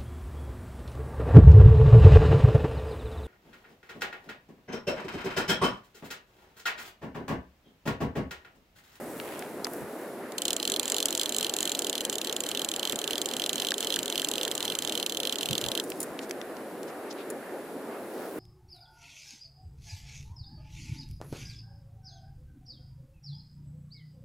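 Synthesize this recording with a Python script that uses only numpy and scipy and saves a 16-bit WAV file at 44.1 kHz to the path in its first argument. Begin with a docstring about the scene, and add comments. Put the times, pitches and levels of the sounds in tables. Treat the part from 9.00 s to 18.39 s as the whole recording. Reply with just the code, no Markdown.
"""Beside a steadily rushing river, an angler winds a click-and-pawl fly reel at arm's length from a body camera.
Each click is a short noise burst that rings the spool, rim and pawl; listed times slow at the crank's dead points.
Grainy noise makes the scrape between teeth, tiny ticks make the rattle, and falling tones make the crank knocks.
Noise bursts make the taps, slides and bumps of hands and sleeve, and steel tinks ring as fading sines.
The river is shaped noise whose bands swell separately, under a thin hiss."""
import sys
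import numpy as np
from scipy import signal
from scipy.fft import rfft, irfft, next_fast_len
from scipy.io import wavfile
from scipy.ndimage import map_coordinates

SR = 44100
rng = np.random.default_rng(int(sys.argv[2]) if len(sys.argv) > 2 else 0)


def pcm_store(signal):
    """Save signal as 16-bit PCM."""
    levels = np.round(np.clip(np.atleast_2d(signal), -1, 1) * 32767)
    wavfile.write(sys.argv[1], SR, levels.astype(np.int16).T)


N = 414099

# resonances of the reel's spool: pitch_hz, width_hz, level_db (relative)
SPOOL_MODES = [(3000, 430, 2.5), (3400, 583, 2.5)]
# resonance of the spool's rim: pitch_hz, width_hz, level_db (relative)
RIM_MODES = [(4120, 250, 0.36)]
# side load on the spool, which changes the rubbing: time_s, rub_db (relative)
SIDE_LOAD = [(1.4, -6.5), (2.2, -2.5), (3.3, -5.5), (4.2, -3.5), (4.5, -0.5), (5.1, -2), (6.8, -5)]


def amp(db):
    """Turns decibels into a plain multiplier."""
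    return 10 ** (np.asarray(db) / 20)


def unit(x):
    """Scales a sound to an rms of 1."""
    return x / np.sqrt(np.mean(x ** 2) + 1e-20)


def along(points, hz):
    """Reads a curve of (Hz, value) points on a log frequency axis."""
    f, v = np.transpose(points)
    return np.interp(np.log(hz + 1), np.log(f + 1), v)


def over_time(points):
    """Reads a curve of (second, value) points at every sample."""
    return np.interp(np.arange(N) / SR, *np.transpose(points))


def wobble(rate):
    """A smooth random curve with this many random knots a second."""
    knots = rng.standard_normal(int(N * rate / SR) + 4)
    return map_coordinates(knots, [np.arange(N) * rate / SR])


def filtered(x, response):
    """Multiplies the spectrum of x by a response, which may be complex."""
    n = x.shape[-1]
    m = next_fast_len(n + n // 8)  # spare room for the ringing
    return irfft(rfft(x, m) * response(np.fft.rfftfreq(m, 1 / SR)), m)[..., :n]


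def resonances(modes, f):
    """Damped resonances that ring only after being struck, added with alternating signs."""
    total = 0
    for k, (centre, width, db) in enumerate(modes):
        damping = 1j * f * width
        total = total + (-1) ** k * amp(db) * damping / (centre * centre - f * f + damping)
    return total


def ports(pair, alike):
    """Mixes two unrelated signals into a left and right of a given likeness."""
    turn = np.arccos(np.clip(alike, -1, 1)) / 2
    return np.array([np.cos(turn) * pair[0] + sign * np.sin(turn) * pair[1] for sign in (1, -1)])


def add(out, s, sound):
    """Mixes a stereo sound in at time s."""
    part = out[:, max(round(s * SR), 0):][:, :sound.shape[-1]]
    part += sound[..., :part.shape[-1]]


def band(n, hz, width, alike=0.26):
    """Stereo noise of rms 1 in one band around hz."""
    noise = ports(rng.standard_normal((2, n)), alike)

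    def hump(f):
        return f / np.hypot(f, hz / 2) / np.hypot(1, (2 * (f - hz) / width) ** 2)
    return unit(filtered(noise, hump))


def rush(colour):
    """Spread-out stereo noise of rms 1, nearly mono in the low middle."""
    # left-right likeness of the noise: pitch_hz, likeness (0 to 1)
    likeness = [(50, 0.13), (130, 0.86), (270, 0.99), (640, 0.97), (1400, 0.87), (3100, 0.26), (6800, 0.5),
                (15000, 1)]
    m = next_fast_len(N)
    hz = np.fft.rfftfreq(m, 1 / SR)
    pair = rfft(rng.standard_normal((2, m)))
    spectrum = ports(pair, along(likeness, hz)) * colour(hz)
    return unit(irfft(spectrum, m)[:, :N])


def river(flow_db=-39.0, hiss_db=-55.5, churn_db=1.5, count=4):
    """Water is a broad low rush whose octaves swell and sink separately, under a thin even hiss."""
    # tone colour of the rush: pitch_hz, level_db (per Hz, relative)
    flow_colour = [(30, -45), (60, -31), (110, -24.5), (170, -14), (260, -3.5), (420, -2), (620, -6.5),
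                   (850, -11.5), (1050, -15.5), (1750, -18), (2200, -24), (3000, -32), (6000, -86)]
    # tone colour of the hiss: pitch_hz, level_db (per Hz, relative)
    hiss_colour = [(1200, -9), (2500, 8), (4000, 8.5), (6200, 3), (7500, 5.5), (9500, 5), (11000, 11.5),
                   (12200, 3), (15200, 5), (15900, -25)]
    flow = rush(lambda f: amp(along(flow_colour, f)))
    centres = 200 * 2 ** np.arange(count)  # Hz
    water = np.zeros((2, N))
    for share in np.eye(count):
        octave = filtered(flow, lambda f: np.interp(f, centres, share))
        water += octave * amp(churn_db * wobble(16))
    hiss = rush(lambda f: amp(along(hiss_colour, f)))
    return amp(flow_db) * water + amp(hiss_db) * hiss


def handling(lumps_db=4.0):
    """Arm movement shakes the camera with a faint lumpy rumble, different at each port."""
    # strength of the rumble, before its lumps: time_s, level_db
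    rumble_level = [(.8, -58), (1.25, -85), (2.1, -70), (6.8, -56.5), (7.3, -69)]
    # rumble through the camera mount: pitch_hz, level_db (per Hz, relative)
    mount_colour = [(15, -19), (80, -2), (170, 8), (1000, -80)]
    noise = ports(rng.standard_normal((2, N)), 0.67)
    shake = filtered(noise, lambda f: amp(along(mount_colour, f)))
    return amp(over_time(rumble_level) + lumps_db * wobble(5.2)) * unit(shake)


def strokes(rows, grain_db, catch_rate):
    """Soft contacts are bands of noise that swell and fade, catching unevenly as they go."""
    out, t = np.zeros((2, N)), np.arange(SR) / SR - .5
    for s, db, half, hz, width in rows:
        noise = band(SR, hz, width, alike=.45)
        sound = amp(db) * np.exp(-(t / half) ** 2) * noise
        cut = max(round((.5 - s) * SR), 0)  # drop what falls before time zero
        add(out, s - .5, sound[:, cut:])
    return out * unit(amp(grain_db * wobble(catch_rate)))


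def bumps():
    """The arm bumps the camera harness: short, low strokes."""
    # bumps, with levels before the unevenness: middle_s, level_db, half_length_s, pitch_hz, width_hz
    bump_rows = [(.83, -44, 0.026, 150, 110), (3.94, -45, 0.021, 192, 130), (6.518, -32.5, 0.029, 168, 106),
                 (6.665, -42, 0.04, 121, 80)]
    return strokes(bump_rows, grain_db=1, catch_rate=40)


def slides():
    """Line and sleeve slide with a fine-grained rustle."""
    # slides, with levels before the grain: middle_s, level_db, half_length_s, pitch_hz, width_hz
    slide_rows = [(.2, -51.5, 0.41, 10300, 9000), (.195, -53, 0.03, 12000, 6000),
                  (.33, -47, 0.14, 1300, 3240), (.75, -50, 0.09, 10500, 7250), (1, -56, 0.17, 10500, 9000),
                  (6.88, -54, 0.27, 7860, 10100), (7.234, -46.5, 0.017, 4530, 8100),
                  (7.89, -53, 0.016, 4500, 4000), (8.112, -42.5, 0.0088, 4740, 2600),
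                  (8.128, -44, .0025, 4800, 4500), (8.2, -49.5, 0.03, 2800, 2600),
                  (9.22, -57.5, 0.11, 4000, 4000), (9.33, -55, 0.3, 12000, 9000)]
    return strokes(slide_rows, grain_db=2.5, catch_rate=700)


def taps(tap_db=-1, tap_strike=0.54, fade_s=0.015):
    """Fingers and line tap the rod; each blow rings one broad resonance, quickly damped by the hand."""
    # taps, with levels before tap_db: start_s, level_db, pitch_hz, width_hz
    tap_rows = [(.2, -27, 1490, 1160), (.393, -32, 8000, 6000), (.424, -31, 1890, 1400),
                (.6447, -30, 9500, 3000), (0.6459, -19.5, 5000, 1000), (0.654, -30, 1500, 2000),
                (0.668, -24.5, 895, 700), (0.6696, -32, 9000, 11000), (0.735, -34, 12500, 5000),
                (1.321, -34, 4800, 5100), (3.931, -23, 495, 800), (6.9022, -26.5, 9000, 12000),
                (6.9193, -28, 2460, 2000), (7.191, -27.5, 2680, 1890), (7.296, -36, 7000, 9000),
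                (7.3093, -28, 1950, 800), (7.3104, -26.5, 5500, 3400), (7.415, -30.5, 2680, 2000),
                (7.568, -39, 3000, 2500), (7.8313, -35.5, 6000, 9000)]
    out, t = np.zeros((2, N)), np.arange(SR // 10) / SR
    fade = amp(-60 * t / fade_s)
    for s, db, hz, width in tap_rows:
        noise = ports(rng.standard_normal((2, len(t))), 0.39)
        blow = tap_strike * (t == 0) + noise * fade / np.linalg.norm(fade)

        def rod(f):
            skin = np.hypot(1, (f / (hz + 2 * width)) ** 2)  # soft skin rounds off the top
            return resonances([(hz, width, 0)], f) / skin
        tap = unit(filtered(blow, rod))
        add(out, s, amp(db + tap_db) * tap * np.sqrt(np.mean(fade ** 2)))
    return out


def tinks(tink_db=-5, contact_db=-5, contact_t60=0.037, attack=0.00021):
    """Small steel tackle parts ring briefly as fading sines, with a noisy touch on top."""
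    # tinks, with levels before tink_db: start_s, level_db
    tink_rows = [(6.838, -30), (7.003, -19), (7.015, -27), (7.029, -21.5), (8.3016, -28)]
    # tones in each tink, before random level changes: pitch_hz, level_db, fade_s (to fall 60 dB)
    tink_tones = [(7100, -4, 0.031), (8120, -11, .06), (9620, -13, .045), (10300, -1.5, 0.024),
                  (13500, -12, .045)]
    out, t = np.zeros((2, N)), np.arange(SR // 10) / SR
    onset = 1 - np.exp(-t / attack)
    for s, db in tink_rows:
        ring = np.zeros((2, len(t)))
        for hz, level, t60 in tink_tones:
            uneven = 2 * rng.standard_normal((2, 1))  # dB, drawn for each side
            tone = np.sin(2 * np.pi * hz * t + 2 * np.pi * rng.random())
            ring += amp(level + uneven - 60 * t / t60) * tone
        contact = amp(contact_db - 60 * t / contact_t60) * band(len(t), 9500, 10000)
        add(out, s, amp(db + tink_db) * onset * (ring + contact))
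    return out


def crank(start_hz=1790, drop_s=0.0044, rise_s=0.0015,
          crack_db=3, crack_fall=0.00036, crack_hz=4300, crack_width=3000):
    """The crank takes up its play with a knock that falls in pitch; harder knocks start with more crack."""
    # knocks of the crank: start_s, level_db (about the peak of the tone)
    knock_rows = [(4.7188, -20.5), (4.9667, -26.5), (5.2277, -31.5), (5.4748, -30), (6.7895, -32.5)]
    out, t = np.zeros((2, N)), np.arange(SR // 20) / SR
    swell = (t / rise_s * np.exp(1 - t / rise_s)) ** 2  # peaks at rise_s
    pitch = start_hz / (1 + (t / drop_s) ** 4)  # an octave down at drop_s
    knock = swell * np.sin(2 * np.pi * np.cumsum(pitch) / SR)
    crack_shape = t / crack_fall * np.exp(1 - t / crack_fall)
    hardest = max(db for s, db in knock_rows)
    for s, db in knock_rows:
        crack = amp(crack_db + db - hardest) * crack_shape * band(len(t), crack_hz, crack_width)
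        add(out, s, amp(db) * (knock + crack))
    return out


def rattle(times, rattle_db=-45, scatter_db=5, life=0.00056, hz=11500, width=9000, count=3):
    """On its way to the next tooth the loose pawl rebounds a few times with tiny bright ticks."""
    gaps = np.diff(times)[:, None]
    at = (times[:-1, None] + rng.random((len(times) - 1, count)) * gaps).ravel()
    load_db = np.interp(at, *np.transpose(SIDE_LOAD))
    ticks = np.zeros(N)
    ticks[(at * SR).astype(int)] = amp(rattle_db + load_db + scatter_db * rng.standard_normal(len(at)))
    fading = signal.lfilter([1], [1, -np.exp(-1 / (life * SR))], ticks)
    return fading * band(N, hz, width)


def scrape(times, ring_db=-50, fizz_db=-43.5, speed_power=0.55, grain_db=6, patchy_db=3.0):
    """Between clicks the pawl rides the teeth: a grainy rub that grows with spool speed and load."""
    # steel rubbing on steel: pitch_hz, level_db (per Hz, relative)
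    fizz_colour = [(500, -27), (1300, 8), (4000, 7.5), (6000, 4), (11500, 2), (14800, 1), (16000, -17)]
    now = np.arange(N) / SR
    pace = np.median(np.diff(times)) / np.abs(np.diff(times))  # 1 at the usual gap
    speed = np.interp(now, (times[1:] + times[:-1]) / 2, pace, left=0, right=0)
    load = amp(over_time(SIDE_LOAD))
    catches = amp(grain_db * wobble(550) + patchy_db * wobble(30))  # tiny catches of the rough steel
    grit = ports(rng.standard_normal((2, N)), 0.97) * catches
    ring = unit(filtered(grit, lambda f: resonances(SPOOL_MODES + RIM_MODES, f)))
    fizz = unit(filtered(grit, lambda f: amp(along(fizz_colour, f))))
    return load * speed ** speed_power * (amp(ring_db) * ring + amp(fizz_db) * fizz)


def ratchet(times, db, bright_db, pawl_db=-1, rise=0.00043, fall=0.0007,
            frame_strike=1.66, pawl_strike=1.1, chatter_db=-15.0, snap_chatter_db=-13,
            chatter_rise=0.00089, chatter_fall=0.0078, bounce_db=6,
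            snap_db=-4.5, snap_spread=2.04, snap_tilt=0.035, alike=0.54, size=1280):
    """The pawl slips off each tooth and strikes: a tiny burst rings spool, rim and pawl, then chatters out."""
    # resonances of the pawl: pitch_hz, width_hz, level_db (relative)
    pawl_modes = [(7000, 520, 9), (7720, 1920, 2)]
    # a firmer hand damps the rim: time_s, rim_db (against the spool)
    grip = [(2.6, -1.5), (3.1, -5)]
    # the bare snap of steel on steel: pitch_hz, level_db (per Hz, relative)
    snap_colour = [(900, -2), (2100, -10), (2900, 8), (5000, 5), (6200, 7), (8900, 0), (9750, 6.5),
                   (10500, 2.5), (12500, 0), (14800, 2), (16000, -25)]
    lead = size // 4  # samples of slipping before the strike
    t = (np.arange(size) - lead) / SR
    hardness = amp(db - np.median(db))[:, None]  # hard strikes are cleaner and sharper
    bounces = np.repeat(amp(bounce_db * rng.standard_normal((len(times), size // 32))), 32, axis=1)
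    chatter = np.exp(np.minimum(t / chatter_rise, -t / chatter_fall)) * unit(bounces)

    def levelled(x):
        """Gives every click the energy of 4 ms at rms 1."""
        energy = np.mean(np.sum(x ** 2, axis=2), axis=0)
        return x / np.sqrt(energy / (.004 * SR))[:, None]

    def ring(response, strike, loose_db=chatter_db, spread=1):
        """One part of the reel answers every strike."""
        slip = np.exp(np.minimum(t / rise, -t / fall) / spread)
        noise = ports(rng.standard_normal((len(times), 2, size)).swapaxes(0, 1), alike)
        burst = noise * (slip + amp(loose_db) * chatter) / np.linalg.norm(slip)
        return levelled(filtered(burst + strike * hardness * (t == 0), response))

    bright = amp(bright_db + pawl_db)[:, None]
    free = amp(np.interp(times, *np.transpose(grip)))[:, None]
    spool = ring(lambda f: resonances(SPOOL_MODES, f), frame_strike)
    rim = ring(lambda f: resonances(RIM_MODES, f), frame_strike)
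    frame = (spool + free * rim) / np.hypot(1, free)
    pawl = ring(lambda f: resonances(pawl_modes, f), pawl_strike)
    body = (frame + bright * pawl) / np.hypot(1, bright)
    bare = ring(lambda f: amp(along(snap_colour, f)), 0, snap_chatter_db, snap_spread)
    snap = amp(snap_db) * bright ** snap_tilt * bare
    clicks = amp(db)[:, None] * levelled(body + snap)
    out = np.zeros((2, N))
    for k, s in enumerate(times):
        add(out, s - lead / SR, clicks[:, k])
    return out


def reel(echo_delay=0.00355, sway=0.00014, echo_db=-10.0, echo_top_hz=6200):
    """The reel sits a little to the right; a dull reflection off the angler shifts as the arm sways."""
    # pawl drops, ten teeth a turn, before echo and side balance: strike_s, level_db (over 4 ms),
    # brightness_db (pawl ring against spool ring, before pawl_db)
    click_rows = [(1.3823, -25.0, 0.0), (1.4199, -24.5, 5.0), (1.454, -22.0, 2.0), (1.4816, -23.0, -1.0),
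                  (1.5062, -23.0, -4.0), (1.5313, -23.0, 4.0), (1.5656, -24.0, 8.0), (1.6002, -27.5, -10.0),
                  (1.6287, -25.5, -1.0), (1.653, -24.5, -2.0), (1.6766, -23.0, -2.0), (1.6994, -24.0, 3.0),
                  (1.7197, -22.5, 0.0), (1.7395, -25.0, -7.0), (1.7627, -24.0, -8.0), (1.7967, -20.5, 0.0),
                  (1.8313, -28.5, 2.0), (1.856, -27.0, 2.0), (1.8794, -26.0, 6.0), (1.9002, -24.5, 10.0),
                  (1.9205, -21.5, 8.0), (1.9449, -24.5, -2.0), (1.9659, -24.0, -1.0), (1.9837, -24.5, -3.0),
                  (2.0034, -24.0, -6.0), (2.0274, -22.5, -5.0), (2.0573, -18.0, 13.0),
                  (2.0848, -26.0, -2.0), (2.1069, -26.5, 7.0), (2.1271, -26.5, -3.0), (2.1509, -23.0, 1.0),
                  (2.1765, -24.5, 7.0), (2.1966, -23.5, -1.0), (2.2141, -22.5, -2.0), (2.2335, -26.0, 3.0),
                  (2.2589, -24.5, -3.0), (2.2937, -25.0, 7.0), (2.3234, -26.0, 2.0), (2.3466, -26.0, 3.0),
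                  (2.3652, -24.0, 6.0), (2.3851, -22.0, 5.0), (2.4097, -25.0, -5.0), (2.4291, -24.5, -1.0),
                  (2.4462, -23.0, -8.0), (2.4669, -26.5, -8.0), (2.4962, -24.0, -4.0), (2.5386, -23.5, 6.0),
                  (2.5658, -24.5, 5.0), (2.5873, -26.5, 0.0), (2.6064, -23.5, 7.0), (2.6288, -23.5, 3.0),
                  (2.6548, -25.0, 2.0), (2.6758, -25.5, -3.0), (2.6953, -25.5, 1.0), (2.7185, -23.0, 2.0),
                  (2.75, -24.5, -4.0), (2.7918, -22.0, 13.0), (2.8209, -27.0, 2.0), (2.8461, -26.5, -1.0),
                  (2.8688, -26.0, -1.0), (2.8971, -23.0, 6.0), (2.9295, -26.5, -5.0),
                  (2.9543, -25.5, -10.0), (2.9796, -26.5, -6.0), (3.0075, -25.0, -2.0),
                  (3.0515, -23.0, 4.0), (3.0979, -24.5, 7.0), (3.1283, -27.0, 1.0), (3.1554, -27.0, 3.0),
                  (3.1834, -27.0, 1.0), (3.2154, -26.5, -2.0), (3.2471, -27.5, -3.0), (3.272, -27.0, -9.0),
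                  (3.2966, -27.5, -14.0), (3.3269, -26.5, -1.0), (3.3648, -24.5, 1.0),
                  (3.4054, -24.5, 11.0), (3.4375, -28.5, 1.0), (3.4654, -28.0, -3.0), (3.4895, -27.0, 4.0),
                  (3.5152, -26.5, -9.0), (3.5493, -26.0, -11.0), (3.5737, -25.5, -8.0),
                  (3.5947, -26.0, -7.0), (3.618, -26.0, -4.0), (3.6472, -24.0, 3.0), (3.6885, -24.5, 4.0),
                  (3.7159, -26.0, 0.0), (3.7392, -28.0, -5.0), (3.7628, -26.0, 3.0), (3.7956, -26.5, -3.0),
                  (3.8302, -25.5, -12.0), (3.853, -24.5, -9.0), (3.8745, -26.5, -6.0),
                  (3.8971, -25.0, -5.0), (3.9236, -25.5, 0.0), (3.9584, -27.5, 4.0), (3.9896, -27.0, 2.0),
                  (4.0161, -29.5, -4.0), (4.0416, -27.0, -3.0), (4.077, -25.5, -4.0), (4.1084, -25.5, -5.0),
                  (4.1324, -26.5, -12.0), (4.1561, -27.5, -9.0), (4.1805, -25.0, -5.0),
                  (4.2165, -23.5, 0.0), (4.2588, -24.5, 5.0), (4.2886, -29.0, 0.0), (4.313, -30.5, -9.0),
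                  (4.3371, -27.0, -3.0), (4.3668, -26.0, -2.0), (4.3978, -25.5, -10.0),
                  (4.4198, -26.0, -11.0), (4.4396, -24.5, -12.0), (4.4624, -24.5, -2.0),
                  (4.494, -23.0, -4.0), (4.5312, -25.0, 3.0), (4.5576, -26.5, 4.0), (4.581, -28.0, -10.0),
                  (4.5999, -24.5, -4.0), (4.621, -25.5, -7.0), (4.6487, -26.0, -12.0),
                  (4.6697, -25.5, -6.0), (4.6869, -25.0, -14.0), (4.7073, -25.0, -2.0),
                  (4.7414, -26.0, -4.0), (4.7813, -27.0, 4.0), (4.8063, -25.0, 4.0), (4.8278, -27.5, -10.0),
                  (4.8468, -27.5, 0.0), (4.871, -24.5, -6.0), (4.9039, -25.0, -15.0), (4.9243, -25.5, -6.0),
                  (4.9415, -23.5, -9.0), (4.9611, -23.5, -2.0), (4.9903, -24.5, 0.0), (5.0305, -27.5, 6.0),
                  (5.0585, -28.0, -2.0), (5.0803, -28.0, -4.0), (5.1006, -26.5, -4.0),
                  (5.1249, -26.5, -10.0), (5.1569, -25.5, -17.0), (5.1786, -23.5, -9.0),
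                  (5.1971, -24.5, -11.0), (5.2188, -25.5, -3.0), (5.2469, -22.0, -1.0),
                  (5.2871, -24.5, 5.0), (5.3148, -25.0, 0.0), (5.3374, -27.5, -10.0), (5.3565, -27.5, -6.0),
                  (5.3817, -25.0, -11.0), (5.4123, -26.0, -11.0), (5.4323, -25.0, -1.0),
                  (5.4512, -25.5, -10.0), (5.4793, -27.0, -3.0), (5.5146, -25.0, -3.0),
                  (5.5524, -26.0, 6.0), (5.5786, -27.5, 1.0), (5.6054, -28.0, -5.0), (5.6276, -26.0, -2.0),
                  (5.6527, -26.0, -4.0), (5.6795, -26.0, -14.0), (5.7005, -26.0, -12.0),
                  (5.7221, -28.0, -9.0), (5.7519, -25.5, -2.0), (5.7886, -23.5, 3.0), (5.8229, -27.0, 1.0),
                  (5.8493, -26.5, -1.0), (5.8747, -27.0, -4.0), (5.8958, -26.0, -8.0),
                  (5.9233, -26.0, -4.0), (5.9531, -25.0, -7.0), (5.9765, -25.5, -6.0),
                  (5.9995, -26.5, -12.0), (6.0282, -25.0, -7.0), (6.0636, -23.0, -3.0),
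                  (6.0967, -27.5, -4.0), (6.123, -28.0, -7.0), (6.1478, -30.0, -9.0), (6.1715, -25.0, -5.0),
                  (6.2022, -25.0, -7.0), (6.2327, -27.5, -10.0), (6.2526, -26.5, -11.0),
                  (6.2726, -24.5, -7.0), (6.2957, -26.0, -9.0), (6.3251, -24.5, -7.0),
                  (6.3575, -28.5, -6.0), (6.3854, -27.5, -5.0), (6.4099, -27.5, -11.0),
                  (6.4312, -25.0, -4.0), (6.4581, -25.0, -7.0), (6.4882, -26.0, -10.0),
                  (6.5101, -26.5, -11.0), (6.5309, -24.5, -6.0), (6.5532, -26.0, -12.0),
                  (6.5803, -23.5, -2.0), (6.6137, -28.0, -1.0), (6.6406, -27.0, -8.0),
                  (6.6634, -28.0, -10.0), (6.6861, -26.0, -3.0), (6.7174, -25.0, -9.0),
                  (6.752, -25.5, -12.0), (6.7758, -25.0, -10.0), (6.7991, -24.0, -7.0)]
    # side balance on the way to the two ports: pitch_hz, left_minus_right_db
    side_balance = [(1500, -1), (3100, -5), (4100, -2), (5500, 1), (7100, -3.5), (9000, -0.5),
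                    (14000, -1.5)]
    # timing between the two ports: pitch_hz, left_lead_radians
    side_phase = [(1500, 1.2), (2700, -0.79), (3400, -0.92), (3950, 1.55), (5000, -0.89), (7300, -0.87),
                  (8800, 0.033)]

    def path(f):
        half = amp(along(side_balance, f) / 2) * np.exp(.5j * along(side_phase, f))
        return np.array([half, 1 / half])
    times, db, bright_db = np.transpose(click_rows)
    direct = ratchet(times, db, bright_db) + scrape(times) + rattle(times)
    dull = filtered(direct, lambda f: 1 / (1 + (f / echo_top_hz) ** 4))
    now = np.arange(N) / SR
    earlier = now - echo_delay - sway * wobble(1.98)
    echo = np.array([np.interp(earlier, now, side) for side in dull])
    return filtered(direct + amp(echo_db) * echo, path)


def scene():
    """The river all around, with hands and reel close by."""
    hands = handling() + bumps() + slides() + taps() + tinks()
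    return river() + hands + crank() + reel()


def record(dry, top_hz=16000):
    """The camera cuts off steeply above its band limit."""
    return filtered(dry, lambda hz: 1 / np.sqrt(1 + (hz / top_hz) ** 120))


dry = scene()
out = record(dry)
pcm_store(out)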